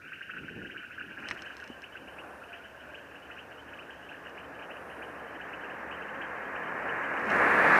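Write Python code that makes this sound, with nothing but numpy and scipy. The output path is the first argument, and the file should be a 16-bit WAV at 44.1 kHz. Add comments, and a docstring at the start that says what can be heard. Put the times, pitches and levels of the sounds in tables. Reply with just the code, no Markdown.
"""A roadside marsh, heard from beside a parked motorcycle, where small frogs call in chorus.
Each call is one quick upward sweep, scattered by the reeds; higher frogs give short peeps.
Light gusts brush the microphone, an insect buzzes, and the rider's gear ticks and rustles.
A car comes down the road, its engine droning, until the roar of its tyres drowns the frogs."""
import sys
import numpy as np
from scipy import signal
from scipy.fft import rfft, irfft, next_fast_len
from scipy.io import wavfile

SR = 44100
rng = np.random.default_rng(int(sys.argv[2]) if len(sys.argv) > 2 else 0)


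def digitize_waveform(pressure):
    """Quantize a signal to 16-bit integers and store it at the path in sys.argv[1].

    Rows of a 2-D input are taken as channels; values are limited to [-1, 1].
    """
    field = np.atleast_2d(pressure).T
    bounded = np.clip(field, -1, 1)
    quanta = np.round(bounded * 32767).astype(np.int16)
    wavfile.write(sys.argv[1], SR, quanta)


N = 343539

# The tone colour of each noise. Columns: frequency_hz, level_db_per_hz
STILL_AIR_SPECTRUM = [(20, -101), (45, -101), (70, -88), (110, -87), (200, -93.5), (600, -92), (1200, -121),
                      (3000, -104), (4300, -110), (5600, -108), (7500, -113.5), (11000, -114.5),
                      (15000, -116)]
WIND_SPECTRUM = [(20, -102), (60, -81), (120, -78.5), (200, -73), (350, -73), (520, -84), (750, -92.5),
                 (1300, -105)]
INSECT_SPECTRUM = [(7000, -125), (8800, -110), (11500, -110), (13000, -125)]
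JACKET_SPECTRUM = [(1500, -102), (3500, -95.5), (5800, -95), (7500, -101), (12000, -111)]
RUMBLE_SPECTRUM = [(30, -90), (70, -71), (120, -77), (170, -65), (280, -59.5), (390, -58), (510, -54),
                   (750, -57), (1100, -60.5), (1700, -60.5), (3000, -100)]
TYRE_SPECTRUM = [(400, -83), (800, -61), (1100, -60), (1400, -57.5), (1750, -53), (2000, -60), (2400, -66),
                 (2800, -73.5), (3300, -95), (5000, -110)]
TREAD_SPECTRUM = [(1500, -100), (3000, -85.5), (4000, -98.5), (6000, -92.5), (8500, -95), (11000, -100.5),
                  (15000, -103)]
CLOSE_TREAD_SPECTRUM = [(2400, -83), (3400, -82.5), (4500, -86.0), (6500, -100)]

# Gusts at the microphone and rustles of the jacket. Columns: middle_s, length_s, level_db
GUSTS = [(.1, .12, -10), (.33, 0.072, -4.5), (.425, 0.059, 2), (.6, 0.15, 3.5), (.75, 0.076, -4.5),
         (1.04, 0.093, -4.5), (1.25, 0.24, -4), (2.05, 0.092, -9), (7.32, 0.11, 7), (7.55, 0.39, 2)]
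RUSTLES = [(1.22, .1, -9), (1.37, .15, -1.5), (1.63, 0.18, -10), (7.35, 0.12, 4.5)]
# Ticks of the riding gear, each a low knock plus a bright snap. Columns: start_s, knock_db, snap_db
GEAR_TICKS = [(1.287, -29, -30), (1.3038, -48, -36), (1.3109, -17, -37), (1.314, -26.5, -36),
              (1.421, -55, -37.5), (1.568, -60, -38.5), (1.601, -60, -44), (1.641, -60, -43),
              (1.677, -55, -43), (1.82, -53, -43.5), (4.295, -65, -51), (7.195, -53, -46),
              (7.255, -55, -46), (7.303, -45, -37)]
# The tones that ring when the gear is hit. Columns: pitch_hz, level_db, ring_s (time to fade by 60 dB)
KNOCK_TONES = [(1150, -7, 0.0074), (1860, -3, 0.012), (2450, -4, 0.0074)]
SNAP_TONES = [(2900, -4, 0.012), (4150, -5.5, 0.0073), (5270, -5.5, 0.0089), (6200, -8.5, 0.007),
              (8160, -12.5, 0.0038), (11600, -20, 0.0049)]
BUMP_TONES = [(240, -0.5, 0.069), (384, 2, 0.023)]

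# How openly the microphone faces the road as the rider moves. Columns: time_s, level_db
ROAD_EXPOSURE = [(0, -11.5), (1.05, -6.5), (1.25, -0.5), (2.6, -0.5), (6.8, 0.5), (6.95, 1.4), (7.27, 0),
                 (7.33, 6.5), (7.79, 5.5)]
# Brief swells of the road noise. Columns: middle_s, length_s, rumble_db, tyre_db
ROAD_SWELLS = [(1.322, 0.2, -27.5, -24), (1.616, .3, -29.5, -31.5), (2.25, 0.27, -21, -39),
               (4.854, 0.68, -22, -41), (5.751, 0.59, -30, -22)]
# Narrow peaks that colour the car's roar. Columns: frequency_hz, width_hz, lift_db
ROAR_PEAKS = [(308, 52, 1.5), (489, 17, 1.5), (722, 10.5, 2.5), (887, 28, 2), (1064, 25, 4), (1181, 23, 3),
              (1656, 36, 2), (1896, 19.2, 2), (2132, 18, 4.5), (2440, 22, 3.5)]
# The tones of the engine's drone. Columns: pitch_hz, base_level_db, share_of_rumble_rise, start_s
ENGINE_TONES = [(71, -65, 0.17, 1.1), (119, -61, 0.46, 2.47), (166, -49, 0.94, 3.23), (206.2, -48, 1, 5.4),
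                (279, -49.5, 0.74, 1.1)]

# How one peep rises and falls. Columns: time_s, pitch_hz, gain
PEEP_SHAPE = [(0, 2700, 0), (.005, 2860, .7), (.014, 3006, 0.71), (.024, 3075, 0.39), (.036, 2920, 0)]
# Peeps of the higher frogs further out. Columns: start_s, level_db
PEEPS = [(1.372, -43.5), (1.712, -46), (1.918, -49), (2.632, -50), (3.218, -52), (3.572, -53), (4.025, -53),
         (4.43, -53), (5.08, -56), (6.36, -57), (6.665, -49), (7.03, -48)]
# How one call goes from opening note to closing chirp. Columns: time_s, pitch_hz, note_gain, chirp_gain
CALL_SHAPE = [(0, 1460, 0, 0.26), (.0012, 1540, 0.71, 0), (.004, 1496, 0.7, 0.055), (.008, 1640, 0.87, 0),
              (0.0095, 1850, 0.32, 0.15), (0.012, 2300, 0.092, 0.55), (0.014, 2500, 0.18, 0.84),
              (.021, 2842, 0.26, 0.67), (0.028, 3040, 0.0071, 0.32), (0.033, 3060, 0, 0)]
# The frog calls that stand out. Columns: start_s, note_db, chirp_db
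NEAR_CALLS = [(.058, -43, -55), (.118, -35.5, -38), (.208, -36, -42), (.293, -34, -44), (.335, -36, -51),
              (.366, -33, -44), (.482, -35.5, -46.5), (.648, -37, -57), (.695, -38, -42), (.76, -36.5, -42),
              (.831, -38.5, -53), (0.903, -37.5, -45), (0.978, -34.5, -47), (1.005, -35.5, -49),
              (1.106, -38.5, -43), (1.171, -37.5, -48), (1.223, -39, -41), (1.251, -36, -40),
              (1.36, -37.5, -44), (1.443, -40, -40), (1.5, -38.5, -47), (1.622, -38, -51),
              (1.825, -42, -41), (1.951, -39.5, -45), (2.063, -52, -45), (2.172, -52, -41),
              (2.516, -42, -41), (2.654, -41.5, -56), (2.933, -42.5, -42), (3.142, -44, -49),
              (3.298, -37.5, -48), (3.369, -41, -41.5), (3.508, -42, -64), (3.722, -38, -46),
              (3.775, -48, -42), (3.891, -39, -46.5), (4.077, -51, -42.5), (4.111, -39.5, -47),
              (4.254, -37, -49), (4.366, -50, -41.5), (4.579, -47, -46), (4.609, -39.5, -45),
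              (4.693, -53, -41.5), (4.75, -42, -45.5), (4.886, -41, -46), (5.01, -40, -42),
              (5.398, -39, -44.5), (5.518, -38, -41.5), (5.63, -36, -47), (5.685, -50, -44.5),
              (5.899, -43, -41.5), (6.005, -35.5, -45), (6.069, -48, -46), (6.202, -33, -42),
              (6.544, -49, -42.5), (6.877, -34, -42), (7.155, -38, -42), (7.278, -41, -37)]

TURN_S, TURN_LENGTH_S = 1.65, .5   # the rider turns to face another part of the marsh
PASS_S, SPEED_M_PER_S, ROAD_DISTANCE_M = 8.218, 20.1, 5.9   # the car would pass just after the end


def from_db(db):
    """Turn decibels into a gain to multiply by."""
    return 10 ** (np.asarray(db) / 20)


def rms_one(sound):
    """Scale a sound so that its average strength (rms) is 1."""
    return sound / np.sqrt(np.mean(sound ** 2) + 1e-20)


def seconds():
    """The time of every sample."""
    return np.arange(N) / SR


def add(out, start_s, sound):
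    """Mix a sound in at the given time."""
    at = int(np.clip(start_s * SR, 0, N - 1))
    out[at:at + len(sound)] += sound[:N - at]


def ramp(middle_s, length_s):
    """Go from 0 to 1 around a moment."""
    return np.clip((seconds() - middle_s) / length_s + .5, 0, 1)


def swells(rows):
    """A gain made of smooth humps; each length is the hump's width at half power."""
    power = np.zeros(N)
    for middle_s, length_s, db in rows:
        offset = 2 * (seconds() - middle_s) / length_s
        power += from_db(db) ** 2 * .5 ** np.minimum(offset ** 2, 100)
    return np.sqrt(power)


def drift(rate_hz):
    """A random wobble, typically about 1 in size."""
    points = rng.standard_normal(2000)
    return rms_one(np.interp(seconds() * rate_hz, np.arange(len(points)), points))


def noise(spectrum):
    """Noise with the given tone colour, falling away past the ends of its table."""
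    size = next_fast_len(N)
    hz, db = np.transpose(spectrum)
    bins_hz = np.maximum(np.fft.rfftfreq(size, 1 / SR), 1)
    octaves_outside = np.abs(np.log2(bins_hz / np.clip(bins_hz, hz[0], hz[-1])))
    gain = from_db(np.interp(np.log(bins_hz), np.log(hz), db) - 20 * octaves_outside)
    return irfft(rfft(rng.standard_normal(size)) * gain, size)[:N] * np.sqrt(SR / 2)


def exposure_db():
    """How much the rider's position lifts or lowers sound from the road."""
    return np.interp(seconds(), *np.transpose(ROAD_EXPOSURE))


def before_turn(db):
    """A boost that goes away as the rider turns."""
    return from_db(db * (1 - ramp(TURN_S, TURN_LENGTH_S)))


def air():
    """Still air, and a faint far-off road hiss once the microphone has swung round."""
    swung_round = ramp(middle_s=1.25, length_s=.15)
    return noise(STILL_AIR_SPECTRUM) + swung_round * from_db(-23.5) * noise(TREAD_SPECTRUM)


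def wind(breeze_db=-16, flutter_db=2.3):
    """A light breeze and its gusts buffet the microphone."""
    strength = np.hypot(from_db(breeze_db), swells(GUSTS))
    return strength * from_db(flutter_db * drift(35)) * noise(WIND_SPECTRUM)


def insect(first_s=2.29, every_s=2.65, length_s=.36):
    """A thin high buzz comes three times, louder when the microphone faces the roadside."""
    buzzes = swells([(first_s + k * every_s, length_s, 0) for k in range(3)])
    return buzzes * from_db(1.7 * exposure_db()) * noise(INSECT_SPECTRUM)


def reeds(sound, echo_db, ring_s, count=60):
    """A sound arrives directly and by many detours through the reeds, most of them short."""
    delays_s = .004 + rng.random(count) ** 2 * .22
    gains = rng.standard_normal(count) * from_db(-60 * delays_s / ring_s)
    paths = np.zeros(int(delays_s.max() * SR) + 1)
    paths[(delays_s * SR).astype(int)] = gains / np.linalg.norm(gains) * from_db(echo_db)
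    paths[0] = 1   # the direct path
    return signal.fftconvolve(sound, paths)


def struck(times_s, levels_db, tones):
    """Each hit sets all the tones ringing, with slightly different strengths every time."""
    out, t = np.zeros(N), np.arange(SR // 10) / SR
    for start_s, db in zip(times_s, levels_db):
        for k, (hz, tone_db, ring_s) in enumerate(tones):
            fade = from_db(db + tone_db + rng.normal(0, 1.5) - 60 * t / ring_s)
            add(out, start_s, (-1) ** k * fade * np.sin(2 * np.pi * hz * t))
    return out


def riding_gear():
    """Plastic ticks, jacket rustle, and one soft bump as the rider turns."""
    times_s, knock_db, snap_db = np.transpose(GEAR_TICKS)
    ticks = struck(times_s, knock_db, KNOCK_TONES) + struck(times_s, snap_db, SNAP_TONES)
    ticks = signal.sosfilt(signal.butter(2, 10000, fs=SR, output="sos"), ticks)   # the plastic is soft
    crinkle = from_db(-7.5 + 4.7 * np.clip(drift(220), -2, 2))
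    rustle = swells(RUSTLES) * crinkle * noise(JACKET_SPECTRUM)
    ticks = reeds(ticks, echo_db=-9, ring_s=.093)[:N]
    bump = struck(times_s=[1.7], levels_db=[-37.5], tones=BUMP_TONES)
    return ticks + rustle + bump


def falling_whine(start_s=2.48, length_s=.69, fall_hz_per_s=235, fade_db_per_s=17):
    """A faint whine from the road sinks steadily in pitch and fades."""
    age_s = seconds() - start_s
    sounding = ramp(start_s, .06) * (1 - ramp(start_s + length_s, .2))
    hz = 705 - fall_hz_per_s * age_s + 3 * drift(39.3)
    level = from_db(-52 - fade_db_per_s * age_s + 1.7 * drift(25.2))
    return sounding * level * np.sin(2 * np.pi * np.cumsum(hz) / SR)


def approach_db(base_db, loss_db_per_m, shielding, reference_m=20.13):
    """The level of a car sound: it spreads out, is lost to ground and air, and the rider shields it."""
    distance_m = np.hypot(ROAD_DISTANCE_M, SPEED_M_PER_S * (PASS_S - seconds()))
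    spreading_db = 20 * np.log10(distance_m / reference_m)
    loss_db = loss_db_per_m * (distance_m - reference_m)
    return base_db - spreading_db - loss_db + shielding * exposure_db()


def engine_drone(rumble_db):
    """The engine's low, wavering tones come in and grow along with the car's rumble."""
    out = np.zeros(N)
    for hz, db, share, start_s in ENGINE_TONES:
        fade_in = np.clip((seconds() - start_s) / .225, 0, 1)
        phase = 2 * np.pi * np.cumsum(hz + 1.45 * drift(12)) / SR
        level = from_db(db + share * rumble_db + 2 * drift(9))
        out += fade_in * level * np.sqrt(2) * np.sin(phase)
    return out


def coloured(sound, peaks):
    """Make a few narrow bands of a sound louder."""
    out = sound
    for hz, width_hz, lift_db in peaks:
        band = signal.lfilter(*signal.iirpeak(hz, hz / width_hz, fs=SR), sound)
        out = out + (from_db(lift_db) - 1) * band
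    return out


def car(waver_db=.27):
    """The rumble carries furthest; tyre roar and tread hiss come through as the car nears."""
    rumble_db = approach_db(-10, loss_db_per_m=.003, shielding=1)
    tyre_db = approach_db(-7, loss_db_per_m=.17, shielding=.98)
    tread_db = approach_db(-12, loss_db_per_m=.31, shielding=.81)
    middle_s, length_s, rumble_swell_db, tyre_swell_db = np.transpose(ROAD_SWELLS)
    rumble_gain = np.hypot(from_db(rumble_db), swells(zip(middle_s, length_s, rumble_swell_db)))
    tyre_gain = np.hypot(from_db(tyre_db), swells(zip(middle_s, length_s, tyre_swell_db)))
    rumble = rumble_gain * from_db(waver_db * drift(14)) * noise(RUMBLE_SPECTRUM)
    tyres = tyre_gain * from_db(waver_db * drift(18)) * noise(TYRE_SPECTRUM)
    roar = from_db(-1.08) * coloured(rumble + tyres, ROAR_PEAKS)
    hiss = from_db(tread_db) * noise(TREAD_SPECTRUM)
    close_hiss = from_db(2 * tread_db) * noise(CLOSE_TREAD_SPECTRUM)   # grows twice as fast in dB
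    return roar + hiss + close_hiss + engine_drone(rumble_db)


def frog_voice(hz, level, rough, waver_hz):
    """A frog's voice box makes a tone that pulses in level and wavers in pitch."""
    t = np.arange(len(hz)) / SR
    points_s = np.arange(0, t[-1] + .002, .002)
    waver = np.interp(t, points_s, rng.standard_normal(len(points_s)))
    phase = 2 * np.pi * (np.cumsum(hz + waver_hz * waver) / SR + rng.random())
    pulse_hz = rng.uniform(129.4, 211.5)
    pulsing = 1 + rough * np.sin(2 * np.pi * (pulse_hz * t + rng.random()))
    return level * pulsing * np.sin(phase)


def frog_call(pitch, stretch, rough, note_db=-np.inf, chirp_db=-np.inf):
    """A low opening note leaps up to a rising chirp; a part that is given no level stays silent."""
    time_s, hz, note_gain, chirp_gain = np.transpose(CALL_SHAPE)
    t = np.arange(int(time_s[-1] * stretch * SR)) / SR / stretch
    level = np.interp(t, time_s, note_gain * from_db(note_db) + chirp_gain * from_db(chirp_db))
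    return frog_voice(np.interp(t, time_s, hz) * pitch, level, rough, waver_hz=45.7)


def call_times(every_s=.4, looseness=.25):
    """One frog keeps a loose rhythm."""
    pauses_s = every_s * (1 + looseness * rng.uniform(-1, 1, size=40))
    times_s = np.cumsum(pauses_s) - rng.random() * pauses_s[0]
    return times_s[times_s < N / SR]


def far_frogs(count=420):
    """A distant crowd of frogs of different sizes calls at random, heard mostly as echoes."""
    notes, chirps = np.zeros(N), np.zeros(N)
    for k, (when, smallness, distance, length) in enumerate(rng.random((count, 4))):
        start_s = (k + when) / count * N / SR - .02
        pitch, db = .975 + .16 * (smallness - .5), -6 * distance
        note = frog_call(pitch * 1.03, stretch=.55 + .59 * length, rough=.25, note_db=db)
        add(notes, start_s, reeds(note, echo_db=5, ring_s=.25))
        chirp = frog_call(pitch * .985, stretch=.7 + .603 * length, rough=.34, chirp_db=db)
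        add(chirps, start_s, reeds(chirp, echo_db=10, ring_s=.45))
    chirps = signal.sosfilt(signal.butter(8, 3000, fs=SR, output="sos"), chirps)   # dulled by distance
    return (from_db(-55.5) * before_turn(5.5) * rms_one(notes)
            + from_db(-62.5) * before_turn(6) * rms_one(chirps))


def peeping_frogs(faint_db=-53.5, spread_db=8):
    """Short high peeps rise and fall above the chorus; a fainter frog peeps on in its own rhythm."""
    out = np.zeros(N)
    time_s, hz, gain = np.transpose(PEEP_SHAPE)
    t = np.arange(int(time_s[-1] * SR)) / SR
    faint_peeps = [(start_s, faint_db + spread_db * rng.uniform(-1, 1)) for start_s in call_times()]
    for start_s, db in list(PEEPS) + faint_peeps:
        peep = frog_voice(np.interp(t, time_s, hz), np.interp(t, time_s, gain), rough=.28, waver_hz=40)
        add(out, start_s, from_db(db) * reeds(peep, echo_db=-4.5, ring_s=.22))
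    return out


def middle_frogs(count=2, spread_db=4.5):
    """Frogs a little way out, each with its own pitch and rhythm."""
    notes, chirps = np.zeros(N), np.zeros(N)
    for note_pitch, chirp_pitch in zip(np.linspace(.93, 1.07, count), np.linspace(.98, 1.02, count)):
        for start_s in call_times():
            extra_db = spread_db * rng.uniform(-.69, 1)
            note = frog_call(note_pitch, stretch=.88, rough=.3, note_db=-46 + extra_db)
            add(notes, start_s, reeds(note, echo_db=0, ring_s=.24))
            chirp = frog_call(chirp_pitch, stretch=.9, rough=.44, chirp_db=-54.5 + extra_db)
            add(chirps, start_s, reeds(chirp, echo_db=.5, ring_s=.11))
    return before_turn(2.3) * notes + chirps


def near_frogs():
    """The closest frogs stand out, each call a note and a chirp scattered by the reeds."""
    out = np.zeros(N)
    leap_s = CALL_SHAPE[4][0]
    for start_s, note_db, chirp_db in NEAR_CALLS:
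        if start_s < TURN_S:   # before the turn, more of each chirp arrives as echoes
            shade_db, note_stretch, note_pitch, chirp_pitch = 2.5, 1, 1, .98
        else:   # the frogs faced afterwards are a little higher, with a quicker note
            shade_db, note_stretch, note_pitch, chirp_pitch = 0, .65, 1.025, 1
        chirp_stretch = rng.uniform(.8, 1.15)
        own_pitch = 1 + .02 * rng.uniform(-1.04, 1)
        note_pitch *= own_pitch * (1 + .044 * rng.uniform(-1.03, 1))
        chirp_pitch *= own_pitch
        note = frog_call(note_pitch, note_stretch, rough=.48, note_db=note_db + 1.23)
        chirp = frog_call(chirp_pitch, chirp_stretch, rough=.32, chirp_db=chirp_db - shade_db + .3)
        # whatever their lengths, note and chirp meet at the leap
        add(out, start_s + leap_s * (1 - note_stretch), reeds(note, echo_db=-3, ring_s=.26))
        add(out, start_s + leap_s * (1 - chirp_stretch), reeds(chirp, echo_db=shade_db - 3, ring_s=.17))
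    return out


def scene():
    """Marsh, road and rider at one microphone."""
    marsh = near_frogs() + middle_frogs() + peeping_frogs() + far_frogs() + insect()
    road = car() + falling_whine()
    return (marsh + road + wind() + riding_gear() + air())[None]


def record(dry):
    """A very short fade ends the sound without a click, and the highest treble is cut away."""
    fade_out = np.minimum(np.arange(N)[::-1] / (.003 * SR), 1)
    treble_cut = signal.ellip(12, .1, 80, 15200, fs=SR, output="sos")
    return signal.sosfilt(treble_cut, dry * fade_out)


dry = scene()
out = record(dry)
digitize_waveform(out)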